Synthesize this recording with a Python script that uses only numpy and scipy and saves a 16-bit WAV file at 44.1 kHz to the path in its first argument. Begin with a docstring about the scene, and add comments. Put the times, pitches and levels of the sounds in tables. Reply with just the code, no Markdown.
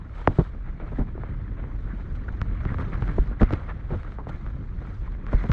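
"""A car creeps over a wet, broken road, heard from one microphone held outside, close to the bodywork.
Body and wind rumble and the tyre drone are coloured noise; the treads crunch on grit (noise, ticks and pips),
hiss on the water film and throw spray (noise). Blows and stones reach the microphone through the sheet metal
as bending waves, treble first, so each lands as a quick falling chirp. Swinging parts boom as decaying sines;
water squelches from hollows as resonant noise."""
import sys
import numpy as np
from scipy import signal
from scipy.fft import rfft, irfft, next_fast_len
from scipy.io import wavfile
from scipy.ndimage import uniform_filter1d, map_coordinates

SR = 44100
rng = np.random.default_rng(int(sys.argv[2]) if len(sys.argv) > 2 else 0)


def generate_wav(signal):
    """Clip the signal to [-1, 1] and save it as 16-bit WAV at the path in sys.argv[1]."""
    frames = np.transpose(np.atleast_2d(signal))
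    scaled = np.clip(frames, -1, 1) * 32767
    pcm = np.round(scaled).astype(np.int16)
    wavfile.write(sys.argv[1], SR, pcm)


N = 243608

# how hard the road shakes the car: [t/s, shake level/dB]
ROAD_SHAKE = [(0.0, -43.5), (0.57, -43.5), (1.03, -37), (2.37, -37), (2.83, -33), (4.17, -42.5),
              (4.44, -39.5), (5.22, -39.5), (5.5, -35)]
# looseness of the surface under the tyres: [t/s, grit level before trim/dB]
SURFACE = [(0.0, -53), (0.32, -60), (0.47, -56), (2.32, -52.5), (2.77, -46.5), (3.0, -48.5), (3.21, -56.5),
           (3.4, -47.5), (3.55, -45), (3.71, -52.5), (4.18, -57.5), (4.42, -54), (4.6, -57), (5.24, -54),
           (5.28, -48.5), (5.47, -56), (5.52, -44)]
# the film of water under the tread: [t/s, hiss level before flicker/dB]
WETNESS = [(0.0, -77.5), (0.75, -77.5), (1.6, -79), (1.8, -74), (2.55, -74), (2.8, -69.5), (3.26, -72),
           (3.45, -73.5), (3.6, -70), (3.82, -78.5), (4.25, -78), (4.4, -73), (4.72, -77), (4.93, -70),
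           (5.23, -80), (5.35, -66), (5.52, -68)]
# relative spectra of the rolling layers: [f/Hz, level per Hz/dB]
RUMBLE_SPECTRUM = [(11, -34), (18, -9), (43, 1), (70, -9), (110, -17), (140, -37.5), (240, -120)]
DRONE_SPECTRUM = [(45, -24), (75, -2.5), (110, -1), (200, -9.5), (300, -15.5), (450, -25.5), (650, -40),
                  (1000, -49.5)]
GRIT_SPECTRUM = [(300, -1.5), (550, 0), (800, -4.5), (1300, -1), (1700, -5.5), (2200, -9), (2700, -19.5),
                 (3300, -22), (4100, -29), (4800, -42.5), (7000, -48.5)]
HISS_SPECTRUM = [(1500, -30.5), (3000, 1), (4100, 4), (4700, -3.5), (5500, -5.5), (6400, -5.5),
                 (7100, -12.5), (8500, -15), (10500, -26.5), (13000, -42)]
SPRAY_SPECTRUM = [(1500, -30), (3000, 7), (4200, 1.5), (5200, -6.5), (6500, -8.5), (8500, -14.5),
                  (10500, -25), (13000, -38.5)]
# water and grit thrown from puddles, bell-shaped in time:
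# [t of the peak/s, half length/s, spray level/dB, grit level/dB], both before flicker
SPLASHES = [(0.199, 0.054, -65, -50), (0.385, 0.072, -63, -51.5), (0.68, 0.02, -88, -53.5),
            (0.812, 0.013, -79, -47.5), (0.875, 0.022, -76, -51), (0.98, 0.048, -70, -55),
            (1.282, 0.056, -92, -53), (1.6, 0.01, -92, -52), (1.998, 0.029, -73, -56),
            (2.16, 0.0068, -63, -52.5), (2.703, 0.013, -81, -46), (2.808, 0.017, -65, -48),
            (2.936, 0.011, -73, -43.5), (3.13, 0.12, -68, -50), (3.413, 0.0073, -60, -38),
            (3.457, 0.02, -69, -49), (3.533, 0.014, -61.5, -43.5), (3.573, 0.015, -74, -52),
            (3.701, 0.015, -78, -42), (3.971, 0.078, -68, -52), (4.13, 0.029, -72.5, -55),
            (4.294, 0.0069, -59, -42.5), (4.347, 0.026, -72, -50), (4.465, 0.013, -78, -53),
            (4.876, 0.039, -80, -52), (5.067, 0.012, -82, -51.5), (5.333, 0.01, -63, -45),
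            (5.42, 0.043, -78, -48), (5.491, 0.003, -60, -49)]
# the wheel goes light for a moment: [t of the middle/s, half length/s]
LIFT = (3.355, 0.028)
# wheels strike pothole edges: [t/s, peak level/dB, hardness corner f/Hz, crunch level/dB,
# crunch length/s, travel to the microphone at 1 kHz/s]
BLOWS = [ (0.2722, -3.5, 1550, -33, 0.081, 0.0034), (0.3836, -9, 358, -18.5, 0.043, 0.0029),
         (0.3944, -17.5, 450, -27, 0.016, 0.0029), (0.409, -20.5, 350, -35, 0.011, 0.0029),
         (0.547, -42, 600, -37, 0.008, 0.003), (0.798, -35.5, 600, -38, 0.085, 0.003),
         (0.916, -33.5, 500, -32, 0.033, 0.0035), (0.981, -20, 298, -24.5, 0.063, 0.0041),
         (1.176, -31, 700, -44.5, 0.068, 0.0028), (1.234, -28, 1430, -42, 0.032, 0.0022),
         (1.641, -43, 453, -44, 0.011, 0.003), (2.086, -47, 450, -51, 0.011, 0.003),
         (2.279, -35, 400, -39, 0.049, 0.003), (2.412, -17, 156, -49, 0.035, 0.0031),
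         (2.653, -19, 178, -29, 0.024, 0.0031), (2.713, -22.5, 200, -28.5, 0.014, 0.0031),
         (2.787, -35, 1100, -33, 0.013, 0.0031), (2.791, -20, 120, -30, 0.024, 0.00294),
         (3.02, -35, 1320, -28, 0.012, 0.0024), (3.076, -39, 900, -37, 0.066, 0.0028),
         (3.178, -34, 600, -24, 0.018, 0.0029), (3.183, -19.5, 480, -31, 0.0069, 0.0021),
         (3.31, -31, 350, -38, 0.019, 0.003), (3.408, -21, 500, -16.5, 0.015, 0.0026),
         (3.4132, -12, 486, -19, 0.034, 0.0031), (3.418, -17.5, 1000, -38.5, 0.0093, 0.002785),
         (3.427, -15.5, 407, -34, 0.027, 0.00293), (3.505, -23, 1400, -33, 0.035, 0.0027),
         (3.5255, -26, 304, -21.5, 0.013, 0.00318), (3.541, -31, 1000, -35, 0.015, 0.003),
         (3.902, -29.5, 554, -30, 0.041, 0.0036), (3.922, -29, 500, -28, 0.059, 0.0031),
         (3.934, -29, 900, -39, 0.015, 0.003), (4.184, -29, 1160, -39.5, 0.06, 0.0026),
         (4.2682, -27.5, 910, -35, 0.018, 0.0024), (4.292, -33, 1200, -40, 0.028, 0.0031),
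         (4.814, -43, 795, -36, 0.02, 0.003), (5.327, -25, 745, -23, 0.018, 0.0031),
         (5.332, -23, 750, -30, 0.014, 0.003), (5.339, -17.5, 128, -25.5, 0.028, 0.0034),
         (5.4372, -26.5, 1100, -30, 0.034, 0.0032), (5.493, -17.5, 124, -16, 0.015, 0.003)]
# response of the bodywork: [f/Hz, level/dB]
PANEL = [(15, -18.5), (35, 2.5), (120, 6), (250, 5), (1000, 5), (2000, 1), (2700, -10), (4200, -18.5),
         (8000, -26.5), (12000, -44.5)]
# bending waves return from the panel's edges: [path relative to the direct one, level/dB before treble loss]
REFLECTIONS = [(2.102, -8), (3.3, -12)]
# stones flung against the bodywork: [t/s, peak level/dB, treble tilt/dB per octave]
STONES = [(.2730, -18, 1), (1.6380, -34, -6), (2.3500, -45, 3), (2.4146, -21, 1), (2.6512, -26, -2),
          (2.7425, -28, -3), (2.7835, -29, -2), (2.8215, -31, -2), (2.9400, -37, 2), (2.9540, -33, -1),
          (3.0215, -29, -1), (3.0775, -29, -2), (3.1140, -36, 0), (3.2760, -40, 2), (3.4146, -20, -2),
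          (3.4302, -22, 2), (3.4938, -47, 7), (3.5064, -31, 1), (3.5260, -30, 4), (3.5342, -23, 2),
          (4.0310, -36, 0), (4.1200, -36, 0), (4.4625, -36, -2), (5.1200, -45, 4), (5.2650, -32, 1),
          (5.4378, -30, -2), (5.5157, -19, 3)]
# relative spectrum of a stone's chirp before its tilt: [f/Hz, level/dB]
STONE_SPECTRUM = [(40, -21), (200, -10.5), (400, 5), (700, -5.5), (1300, 4), (2000, -6), (2600, -12),
                  (4000, -22), (5500, -28), (8000, -47.5), (12000, -59.5)]
# a jolt sets a part swinging, body, wheel or loose strut: [t/s, peak level/dB, pitch f/Hz]
DROPS = [(0.282, -17.5, 103), (0.299, -19, 40.8), (0.391, -12, 170), (0.4, -26, 42), (0.9866, -16, 256),
         (0.996, -15.5, 43.6), (1.012, -30, 255), (1.153, -31.5, 365), (1.934, -28, 200),
         (2.327, -21.5, 47.4), (2.49, -22.5, 44.2), (2.758, -18.5, 80), (3.02, -19.5, 115),
         (3.084, -25.5, 86), (3.1825, -15.5, 382), (3.192, -8, 40.3), (3.418, -17.5, 138),
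         (3.4207, -11.5, 220), (3.4204, -17.5, 328), (3.424, -9.5, 40.8), (3.531, -17.5, 326),
         (3.533, -16.5, 84), (3.924, -21, 107), (3.963, -22.5, 99), (4.298, -27, 130), (4.342, -20.5, 48),
         (5.338, -18.5, 134), (5.345, -10, 39), (5.498, -13, 105.3), (5.502, -9.5, 59.8)]
# a tyre squeezes water out of a hollow: [t of the peak/s, rms level/dB, half length/s, pitch f/Hz]
SQUELCHES = [(0.973, -46, 0.0013, 1930), (1.912, -46, 0.013, 1580), (2.288, -36, 0.0037, 1440),
             (2.694, -44, 0.0059, 1900), (2.72, -46, 0.0084, 1550), (2.743, -37, 0.0018, 1400),
             (2.803, -41.5, 0.0052, 1750), (2.807, -38, 0.011, 1220), (2.958, -41.5, 0.002, 1700),
             (3.093, -42.5, 0.0081, 1330), (3.141, -38.5, 0.0017, 1310), (3.33, -46.5, 0.0062, 1400),
             (3.401, -38.5, 0.0023, 1940), (4.05, -44, 0.0023, 1180), (4.065, -42, 0.0027, 1170),
             (4.197, -42, 0.009, 1010), (4.313, -47.5, 0.0092, 1400), (4.854, -48.5, 0.0037, 1250),
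             (5.082, -47, 0.0036, 1040), (5.322, -39.5, 0.0021, 1350), (5.398, -50.5, 0.066, 2050)]

DRONE_DB = 0.5  # over the shake
RUMBLE_DB, RUMBLE_FOLLOWS = 7.0, 0.43  # over the mean shake; share of the shake's swing in dB
GRIT_DB = -1.02  # trim on the surface level
LIFT_HISS_DB, LIFT_GRIT_DB = -8, -6.5  # change under a light wheel
# unevenness: grit follows the bumps, flickers and flares in spots; water flickers too
GRIT_BUMP_DB, GRIT_FLICKER_DB, GRIT_PATCHY_DB, WATER_FLICKER_DB = 0.9, 1.25, 2.9, 1.2
TRAVEL_S = 0.0031  # grit, from wheel to microphone at 1 kHz
# grit popping under the tread: pops a second, middle pitch, full range of pitch
POP_RATE, POP_HZ, POP_SPREAD_OCTAVES = 130, 1604, 1
POP_CYCLES, POP_DB = 4.0, -10  # a pop peaks after half these cycles; level against the grit noise
# water thrown by a blow: level against its crunch, lag and half length
BLOW_SPRAY_DB, BLOW_SPRAY_LAG_S, BLOW_SPRAY_HALF_S = -56, 0.0088, 0.013
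RATTLE_RATE = 420  # mean contacts a second of loose parts after a blow
BODY_HZ = 42.7  # the body's swing; higher parts ring for more cycles
TOP_HZ = 11900  # band limit of the recorder


def amp(db):
    """Decibels to gain."""
    return 10 ** (np.asarray(db) / 20)


def unit(x):
    """Scale to rms 1."""
    return x / np.sqrt(np.mean(x ** 2) + 1e-20)


def colour(points, hz):
    """Gain of (Hz, dB) points joined on a log axis, -120 dB beyond the ends."""
    f, db = np.transpose(points)
    return amp(np.interp(np.log(hz + 1), np.log(f + 1), db, left=-120, right=-120))


def filtered(x, response):
    """x through a complex response of frequency."""
    m = next_fast_len(len(x) + 8192)  # padding keeps the tail from wrapping round
    return irfft(rfft(x, m) * response(np.fft.rfftfreq(m, 1 / SR)), m)[:len(x)]


def noise(points):
    """Coloured noise of rms 1."""
    return unit(filtered(rng.standard_normal(N), lambda hz: colour(points, hz)))


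def wobble(rate):
    """A smooth random curve, rate knots a second."""
    knots = rng.standard_normal(int(N * rate / SR) + 4)
    return map_coordinates(knots, [np.arange(N) * rate / SR])


def curve(rows):
    """A two-column table as one value per sample."""
    s, values = np.transpose(rows)
    return np.interp(np.arange(N) / SR, s, values)


def swell(s, half):
    """A bell-shaped rise and fall around time s; half is its standard deviation."""
    return np.exp(-((np.arange(N) / SR - s) / half) ** 2 / 2)


def add(track, s, sound):
    """Mix a sound into the track from time s on."""
    room = track[max(round(s * SR), 0):][:len(sound)]
    room += sound[:len(room)]


def patchy(x, depth_db):
    """Shifting contact makes short spots of the spectrum flare and fade; rms 1."""
    z = signal.stft(x, nperseg=512)[2]
    field = uniform_filter1d(rng.standard_normal(z.shape), size=4, axis=0)  # across frequency
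    field = uniform_filter1d(field, size=3, axis=1)  # across time
    return unit(signal.istft(z * amp(depth_db * unit(field)), nperseg=512)[1][:N])


def bending(hz, travel):
    """Phase of a bending wave: its delay is travel at 1 kHz and goes as 1 / sqrt(f)."""
    return np.exp(-4j * np.pi * travel * np.sqrt(1000 * hz))


def rumble(shake_db):
    """Low body and wind noise that swings less than the road's shake."""
    mean_db = shake_db.mean()
    level_db = RUMBLE_DB + mean_db + RUMBLE_FOLLOWS * (shake_db - mean_db)
    return amp(level_db) * noise(RUMBLE_SPECTRUM)


def drone(shake_db, bumps):
    """Tyre noise that follows the shake, the small bumps and a slower drift of its own."""
    return amp(shake_db + DRONE_DB + 1.4 * bumps + 1.0 * wobble(14)) * noise(DRONE_SPECTRUM)


def pebbles(rate, spread_db, travel):
    """Small stones of random size tick against the car and reach us as bending waves."""
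    count = int(rate * N / SR)
    where, size, sign = rng.random((count, 3)).T
    # many small ones, few large
    sizes = amp(-spread_db * np.log(np.maximum(size, .04))) * np.sign(sign - .5)
    ticks = np.bincount((where * N).astype(int), sizes, N)
    return unit(filtered(ticks, lambda hz: colour(GRIT_SPECTRUM, hz) * bending(hz, travel)))


def pops(spread_db):
    """Wet grit pops out from under the tread: brief pips, each with its own pitch and size."""
    track, t = np.zeros(N), np.arange(SR // 40) / SR
    for where, size, pitch in rng.random((int(POP_RATE * N / SR), 3)):
        cycles = t * POP_HZ * 2 ** (POP_SPREAD_OCTAVES * (pitch - .5))
        life = cycles / POP_CYCLES
        pip = life * np.exp(-2 * life) * np.sin(2 * np.pi * cycles)
        add(track, where * N / SR, amp(spread_db * size ** 2) * pip)
    return unit(track)


def grit(bumps):
    """Fine sand is a shifting hiss, coarse stones tick one by one, wet grit pops; puddles throw more."""
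    crunch = patchy(noise(GRIT_SPECTRUM), GRIT_PATCHY_DB)
    crunch += amp(-3) * pebbles(rate=340, spread_db=2.5, travel=TRAVEL_S)
    crunch += amp(POP_DB) * pops(spread_db=12.5)
    rolled = amp(curve(SURFACE) + GRIT_DB + LIFT_GRIT_DB * swell(*LIFT) + GRIT_BUMP_DB * bumps)
    thrown = sum(amp(grit_db) * swell(s, half) for s, half, _, grit_db in SPLASHES)
    return np.hypot(rolled, thrown) * amp(GRIT_FLICKER_DB * wobble(90)) * crunch


def hiss():
    """The water film hisses under the tread, less while the wheel is light."""
    return amp(curve(WETNESS) + LIFT_HISS_DB * swell(*LIFT)) * patchy(noise(HISS_SPECTRUM), depth_db=3.2)


def spray():
    """Water thrown from puddles, and by each blow a moment after it."""
    puddles = sum(amp(water_db) * swell(s, half) for s, half, water_db, _ in SPLASHES)
    jolts = sum(amp(crunch_db) * swell(s + BLOW_SPRAY_LAG_S, BLOW_SPRAY_HALF_S)
                for s, _, _, crunch_db, _, _ in BLOWS)
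    return (puddles + amp(BLOW_SPRAY_DB) * jolts) * patchy(noise(SPRAY_SPECTRUM), depth_db=2.0)


def rolling():
    """All layers of the rolling car; the same small bumps shake drone and grit."""
    shake_db = curve(ROAD_SHAKE)
    bumps = wobble(32)
    water = amp(WATER_FLICKER_DB * wobble(130)) * (hiss() + spray())
    return rumble(shake_db) + drone(shake_db, bumps) + grit(bumps) + water


def wave(spectrum):
    """A short wave of peak 1 from its complex spectrum, eased in and out."""
    x = irfft(spectrum)
    k = np.arange(len(x))
    x = x * np.minimum(k / 30, 1) * np.cos(np.pi / 2 * k / len(x))
    return x / np.abs(x).max()


def rattle(size):
    """An uneven run of small contacts, each with its own strength and direction."""
    gap, strength, sign = rng.random((size // 30, 3)).T
    at = (np.cumsum(.5 + gap) * SR / RATTLE_RATE).astype(int)
    return np.bincount(at, (.5 + strength) * np.sign(sign - .5), size)[:size]


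def knocks(crunch_bright, echo_hz):
    """Each blow chirps down through the bodywork, with a short rattle; soft blows lack treble."""
    track, t = np.zeros(N), np.arange(SR // 5) / SR
    hz = np.fft.rfftfreq(len(t), 1 / SR)
    panel = colour(PANEL, hz)
    for s, db, corner_hz, crunch_db, length, travel in BLOWS:
        direct = bending(hz, travel)
        # the low waves best survive the trip to an edge and back
        echoes = sum(amp(loss_db) * bending(hz, path * travel) for path, loss_db in REFLECTIONS)
        echoes = echoes / (1 + (hz / echo_hz) ** 2)
        chirp = wave(panel / (1 + (hz / corner_hz) ** 3.11) * (direct + echoes))
        # loose stones and parts: no deep bass, duller after a soft blow
        crunch_hz = crunch_bright * min(corner_hz, 700)
        loose = panel * hz / (hz + 120) / (1 + (hz / crunch_hz) ** 1.68)
        crunch = unit(irfft(rfft(rattle(len(t))) * loose * direct))
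        hump = t * np.exp(-(2 * t / length) ** 2)
        add(track, s, amp(db) * chirp + amp(crunch_db) * hump / hump.max() * crunch)
    return track


def stones(travel):
    """A hard little stone makes one dry, bright chirp in the sheet metal."""
    track = np.zeros(N)
    hz = np.fft.rfftfreq(SR // 10, 1 / SR)
    for s, db, tilt_db in STONES:
        tilt = amp(tilt_db * np.log2(hz + 1))
        add(track, s, amp(db) * wave(colour(STONE_SPECTRUM, hz) * tilt * bending(hz, travel)))
    return track


def booms(ring_cycles, rise_cycles):
    """Body, wheel or strut swings for a few cycles after a jolt."""
    track, t = np.zeros(N), np.arange(SR // 3) / SR
    for s, db, hz in DROPS:
        cycles = hz * t
        rise = 1 - np.exp(-cycles / rise_cycles)
        decay = amp(-60 * cycles / (ring_cycles * np.sqrt(hz / BODY_HZ)))
        swing = np.sin(2 * np.pi * cycles) * rise * decay
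        add(track, s, amp(db) * swing / np.abs(swing).max())
    return track


def squelches(sharpness):
    """Short swells of noise that resonate in the gap between tread and road."""
    track = np.zeros(N)
    for s, db, half, pitch_hz in SQUELCHES:
        def gap(hz):
            """Resonance at the pitch, heard by way of the bodywork."""
            detune = hz / pitch_hz - pitch_hz / (hz + 1)
            return colour(PANEL, hz) / (1 + 1j * sharpness * detune)
        track += amp(db) * swell(s, half) * unit(filtered(rng.standard_normal(N), gap))
    return track


def scene():
    """Everything meets at one microphone."""
    blows = knocks(crunch_bright=0.21, echo_hz=382) + stones(travel=0.00272)  # travel in s at 1 kHz
    swings = booms(ring_cycles=4.05, rise_cycles=0.25)  # cycles of the body to fall 60 dB; cycles to rise
    return (rolling() + blows + swings + squelches(sharpness=6.8))[None]


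def record(dry):
    """The recorder keeps nothing above its band limit."""
    return np.array([filtered(channel, lambda hz: hz < TOP_HZ) for channel in dry])


dry = scene()
out = record(dry)
generate_wav(out)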